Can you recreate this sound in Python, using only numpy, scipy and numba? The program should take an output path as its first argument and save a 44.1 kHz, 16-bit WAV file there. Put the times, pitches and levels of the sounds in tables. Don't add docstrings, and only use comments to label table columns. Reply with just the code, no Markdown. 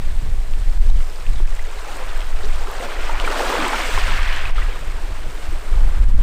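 import sys
import numpy as np
from scipy import signal
from scipy.fft import rfft, irfft, next_fast_len
from scipy.io import wavfile
from scipy.ndimage import uniform_filter1d, minimum_filter1d
from numba import njit

SR = 44100
rng = np.random.default_rng(int(sys.argv[2]) if len(sys.argv) > 2 else 0)


def transcribe(signal):
    frames = np.atleast_2d(signal).T
    limited = np.clip(frames, -1, 1)
    pcm = np.round(limited * 32767).astype(np.int16)
    wavfile.write(sys.argv[1], SR, pcm)


N = 274302

# (frequency [Hz], relative density [dB])
SEA_AT_MICROPHONE = [(130, -5), (230, -4), (430, -3.5), (750, -1.5), (1200, -3.5), (2400, -5.5), (4000, -7),
                     (6200, -11.5), (8300, -7), (9400, -11.5), (10600, -17), (13600, -16), (15500, -16)]
FOAM_AT_MICROPHONE = [(2800, -1), (4300, -1), (5200, -1.5), (6300, -3), (8400, -1.5), (9400, -6),
                      (10500, -13.5), (13500, -9.5), (15500, -8.5)]
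# (frequency [Hz], relative density [dB])
EDDY_SPECTRUM = [(7, -0.5), (13, 12.5), (24, 2), (36, -8.5), (50, -19.5), (80, -44), (150, -62)]
FLUTTER_SPECTRUM = [(28, -13), (45, 2), (60, 3.5), (75, -7), (100, -10), (150, -19.5), (220, -26),
                    (400, -38), (900, -66)]
PLUNGE_SPECTRUM = [(130, -25), (210, 2.5), (320, 3.5), (520, 5), (680, 1), (1000, -52)]
SPLASH_SPECTRUM = [(350, -16), (540, -6), (700, 0.5), (1000, 2.5), (1430, 1.5), (1720, -3), (2500, -63)]
SWASH_SPECTRUM = [(900, -3.5), (1350, -4.5), (1650, -1), (2400, -1), (3300, -5), (4300, -12), (6000, -20.5),
                  (9000, -34)]
# (start [s], hold [s], eddy level [dB], flutter level [dB])
WIND_GUSTS = [(0, 0.39, -12.5, -27.5), (.52, 0.19, -10.5, -31), (0.776, 0.21, -5, -25.5),
              (1.3, 0.15, -8, -30), (1.52, 0.11, -13.5, -40), (2.066, 0.23, -14.5, -38),
              (2.35, 0.24, -9.5, -33.5), (2.998, 0.26, -14.5, -41), (3.943, 0.73, -13, -30),
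              (4.85, 0.44, -20, -32.5), (5.485, 0.054, -15, -30), (5.742, .13, -5.5, -23.5),
              (6.011, 0.17, -3, -18.5)]
# (time [s], pressure over full scale [dB], half-width [s])
PRESSURE_PULSES = [(0.801, 3, 0.008), (0.935, 4.5, 0.012), (1.453, 3.5, 0.016), (4.53, 6.5, 0.019),
                   (6.006, 2.5, 0.01), (6.164, 3, 0.011)]
# (time [s], main mode frequency [Hz], main mode level [dB])
PEBBLE_IMPACTS = [(0.537, 2590, -26), (.901, 3900, -29.5), (1.969, 8150, -28), (2.206, 3350, -22),
                  (2.714, 11700, -30), (3.200, 2860, -12), (3.682, 8000, -19), (4.201, 9100, -30),
                  (4.364, 7300, -27), (5.346, 11000, -38)]
# (time [s], frequency [Hz], level [dB], 60 dB decay time [s])
PLOPS_AND_WIND_POP = [(1.266, 2700, -24, 0.01), (1.401, 870, -26, 0.015), (1.402, 360, -28, .06),
                      (1.593, 1990, -24.5, 0.023), (1.675, 437, -32.5, 0.091), (2.0, 496, -30.5, .12),
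                      (2.392, 430, -34, .08), (2.436, 390, -28.5, 0.18), (2.683, 442, -27.5, 0.12),
                      (2.802, 501, -22, .13), (2.825, 670, -24.5, .11), (2.84, 236, -34.5, .15),
                      (2.858, 538, -27, 0.16), (3.094, 910, -15.5, .055), (3.249, 2300, -17, .022),
                      (3.2767, 1350, -10.5, .026), (3.362, 618, -25, .1), (3.625, 250, -22.5, 0.083),
                      (3.732, 855, -18, .11), (3.743, 1356, -16.5, 0.065), (3.977, 1025, -10.5, 0.022),
                      (4.190, 1166, -22, 0.081), (4.455, 2520, -17.5, 0.023), (4.581, 1300, -18.5, 0.038),
                      (4.619, 1900, -23, .04), (5.524, 319, -32.5, 0.19)]
# (time [s], strength [dB])
CRESTS = [(1.98, -37.5), (2.84, -35), (3.55, -24.5), (4.45, -40.5), (5.84, -41.5)]
# (gain [dB], delay [s], rise [dB/s], hold [s], fall [dB/s])
CREST_PLUNGE = (-4.5, -.11, 32.5, 0.1637, 24)
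CREST_SPLASH = (0.5, -0.09, 31, 0.05, 17)
CREST_SWASH = (-3.5, -0.0238, 18.5, 0.1845, 22)
CREST_FOAM = (-9, -0.08, 37, .03, 36)
CLIMB_SWASH = (0.5, -0.0061, 19, 0.5, 32.5)
CLIMB_FOAM = (-6.3, -0.06, 57, .07, 23)
# (start [s], hold [s], plunge [dB], splash [dB], swash [dB], foam [dB])
DRAINS = [(0, .05, -62, -59, -47, -54), (.65, .85, -51.5, -53, -49.5, -52.5),
          (4.7, 0.78, -45.5, -45, -44, -51.5)]
# (start [s], hold [s], level [dB], rise [dB/s], fall [dB/s])
STONE_FIZZ = (2.5, .7, -49, 12, 12)
# (over bare stones [Hz], flooded shore [Hz], strongest crest [Hz])
LOWEST_RESONANCES = (388, 262, 206)

TOP_HZ = 15700
GUST_RISE_DB_S, GUST_FALL_DB_S = 184, 157
BREEZE_EDDY_DB, BREEZE_FLUTTER_DB = -21.5, -42
BARE_S, BARE_LENGTH_S, COVER_DB_S = 1.26, 3.17, 21
BARE_DB, COVERED_DB = -28, -39
PLOP_GLIDE_OCT_S = 4.3
RUN_UP_S, RUN_UP_DB = 3.835, -28.5
DRAIN_RISE_DB_S, DRAIN_FALL_DB_S = 30, 14.5


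def undb(db):
    return 10 ** (np.asarray(db) / 20)


def unit(x):
    return x / np.sqrt(np.mean(x ** 2))


def power_sum(gains):
    return np.sqrt(sum(g ** 2 for g in gains))


def at(curve, s):
    return np.interp(s * SR, np.arange(N), curve)


def walk(rate):
    steps = rng.standard_normal(4096)
    return np.interp(np.arange(N) / SR * rate, np.arange(len(steps)), steps) * np.sqrt(3 / 2)


def swell(start, hold, db, rise_db_s, fall_db_s):
    t = np.arange(N) / SR - start
    return undb(db - rise_db_s * np.maximum(-t, 0) - fall_db_s * np.maximum(t - hold, 0))


def colour(x, spectrum):
    hz, db = np.transpose(spectrum)
    f = np.maximum(np.fft.rfftfreq(2 * N, 1 / SR), 1)
    gain = undb(np.interp(np.log(f), np.log(hz), db, left=-120, right=-120))
    size = next_fast_len(N + 8192)
    gain = np.interp(np.fft.rfftfreq(size, 1 / SR), f, gain)
    return unit(irfft(rfft(x, size) * gain, size)[:N])


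@njit
def ring(start, hz, t60, size, glide):
    out = np.zeros(N)
    for k in range(len(start)):
        first, length = int(start[k] * SR), int(t60[k] * SR) + 2
        turn = 2 * np.pi * hz[k] / SR
        pole = np.exp(1j * turn - np.log(1000) / length)
        bend = np.exp(1j * turn * (2 ** glide[k] - 1) / length)
        phasor = size[k] + 0j
        for i in range(max(first, 0), min(first + length, N)):
            phasor *= pole
            pole *= bend
            out[i] += phasor.imag
    return out


def excitation(events, response):
    gain_db, delay, rise, hold, fall = response
    return power_sum(swell(s + delay, hold, db + gain_db, rise, fall) for s, db in events)


def bareness():
    return swell(BARE_S, BARE_LENGTH_S, 0, COVER_DB_S, COVER_DB_S)


def biggest_bubble_hz():
    thin_hz, flooded_hz, deep_hz = LOWEST_RESONANCES
    calm_hz = flooded_hz * (thin_hz / flooded_hz) ** bareness()
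    crest = excitation(CRESTS, CREST_PLUNGE)
    return calm_hz * (deep_hz / calm_hz) ** (crest / crest.max())


def bubble_cloud(low_hz, high_hz, cycles, spread_db, glide, blur, count):
    when, pitch, luck, damping, rise = rng.random((count, 5)).T
    s = when * N / SR
    hz = np.minimum(low_hz * (high_hz / low_hz) ** pitch, TOP_HZ)
    t60 = cycles * (.5 + damping) / hz
    size = undb(-spread_db * np.log(1 - .99 * luck))
    size /= np.sqrt(1 + (at(biggest_bubble_hz(), s) / hz) ** 10)
    rings = ring(s, hz, t60, size * np.sqrt(hz), 2 * glide * rise)
    return unit(rings) + blur * rng.standard_normal(N)


def sea():
    wash = bubble_cloud(199, 15760, cycles=11.7, spread_db=3.5, glide=0.21, blur=1.0, count=30000)
    return colour(wash, SEA_AT_MICROPHONE) * undb(-42.5 + .5 * walk(6))


def wind():
    eddy_gains, flutter_gains = [undb(BREEZE_EDDY_DB)], [undb(BREEZE_FLUTTER_DB)]
    for start, hold, eddy_db, flutter_db in WIND_GUSTS:
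        gust = swell(start, hold, 0, GUST_RISE_DB_S, GUST_FALL_DB_S)
        eddy_gains.append(gust * undb(eddy_db))
        flutter_gains.append(gust * undb(flutter_db))
    eddies = colour(rng.standard_normal(N), EDDY_SPECTRUM)
    flutter = colour(rng.standard_normal(N), FLUTTER_SPECTRUM)
    eddies /= np.sqrt(uniform_filter1d(eddies ** 2, size=5000))
    flutter /= np.sqrt(uniform_filter1d(flutter ** 2, size=4000))
    t = np.arange(N) / SR
    pushes = sum(undb(db) * np.exp(-((t - s) / width) ** 2) for s, db, width in PRESSURE_PULSES)
    eddies /= 1 + pushes ** 2
    return eddies * power_sum(eddy_gains) + flutter * power_sum(flutter_gains) + pushes


def rolling_db(s):
    gain = power_sum([undb(BARE_DB) * bareness(), undb(COVERED_DB)])
    return 20 * np.log10(at(gain, s))


def trickle(count):
    when, pitch = np.repeat(rng.random((count, 2)), 3, axis=0).T
    lag, detune, luck = rng.random((len(when), 3)).T
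    s = when * N / SR + 0.016 * lag
    hz = 1250 * 2 ** (1.6 * pitch + 0.29 * detune)
    db = rolling_db(s) - 1.5 - 13 * (1 - luck ** 2)
    return ring(s, hz, t60=42 / hz, size=undb(db), glide=0.34 * luck)


def pebbles(count):
    knock_s, knock_hz, knock_db = np.transpose(PEBBLE_IMPACTS)
    when, pitch, luck = rng.random((count, 3)).T
    tick_s = when * N / SR
    s = np.append(knock_s, tick_s)
    hz = np.append(knock_hz, 2400 * 2 ** (2 * pitch))
    db = np.append(knock_db, rolling_db(tick_s) - 13 * (1 - luck ** 3))
    t60 = np.full(len(s), .006)
    # (frequency ratio [1], level [dB])
    modes = [(.56, -29), (.8, -14), (1, 0), (1.24, -10.5), (1.55, -15)]
    return sum(ring(s, hz * ratio, t60, undb(db + mode_db), glide=0 * s) for ratio, mode_db in modes)


def plops_and_wind_pop():
    s, hz, db, t60 = np.array(PLOPS_AND_WIND_POP).T.copy()
    glide = PLOP_GLIDE_OCT_S * t60
    out = ring(s, hz, t60, undb(db), glide)
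    for lag, detune in rng.random((3, 2, len(s))):
        out += ring(s + .008 * lag, hz * (0.76 + 0.66 * detune), 0.4 * t60, undb(db - 9), glide)
    return out


def surf_gains():
    run_up = [(RUN_UP_S, RUN_UP_DB)]
    responses = (CREST_PLUNGE, CREST_SPLASH, CREST_SWASH, CREST_FOAM)
    breaking = [excitation(CRESTS, response) for response in responses]
    climbing = [0, 0, excitation(run_up, CLIMB_SWASH), excitation(run_up, CLIMB_FOAM)]
    draining = power_sum(np.outer(undb(levels_db), swell(s, hold, 0, DRAIN_RISE_DB_S, DRAIN_FALL_DB_S))
                         for s, hold, *levels_db in DRAINS)
    left_behind = [0, 0, 0, swell(*STONE_FIZZ)]
    return [power_sum(stages) for stages in zip(breaking, climbing, draining, left_behind)]


def surf():
    plunge_gain, splash_gain, swash_gain, foam_gain = surf_gains()
    slosh = walk(21.844) + walk(75)
    plunge = bubble_cloud(179.3, 883, cycles=26, spread_db=3.0, glide=0.096, blur=0.43, count=3200)
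    splash = bubble_cloud(445, 2180, cycles=27, spread_db=3.0, glide=0.24, blur=0.89, count=9000)
    swash = bubble_cloud(1115, 6390, cycles=24, spread_db=1.16, glide=0.12, blur=0.9, count=15000)
    foam = bubble_cloud(3580, 13200, cycles=17, spread_db=2.0, glide=.05, blur=0.88, count=20000)
    return (colour(plunge, PLUNGE_SPECTRUM) * plunge_gain * undb(0.33 * slosh)
            + colour(splash, SPLASH_SPECTRUM) * splash_gain * undb(0.62 * slosh)
            + colour(swash, SWASH_SPECTRUM) * swash_gain * undb(0.46 * slosh)
            + colour(foam, FOAM_AT_MICROPHONE) * foam_gain * undb(1.1 * slosh))


def scene():
    return (surf() + plops_and_wind_pop() + pebbles(count=460) + trickle(count=90) + sea() + wind())[None]


def record(dry):
    ceiling = .95
    needed = np.minimum(1, ceiling / (np.abs(dry) + 1e-9))
    held = minimum_filter1d(needed, size=1100)
    gain = uniform_filter1d(held, size=500)
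    highpass = signal.butter(1, 9, "high", fs=SR, output="sos")
    lowpass = signal.ellip(10, .2, 80, TOP_HZ, fs=SR, output="sos")
    return signal.sosfilt(lowpass, signal.sosfilt(highpass, dry * gain))


dry = scene()
out = record(dry)
transcribe(out)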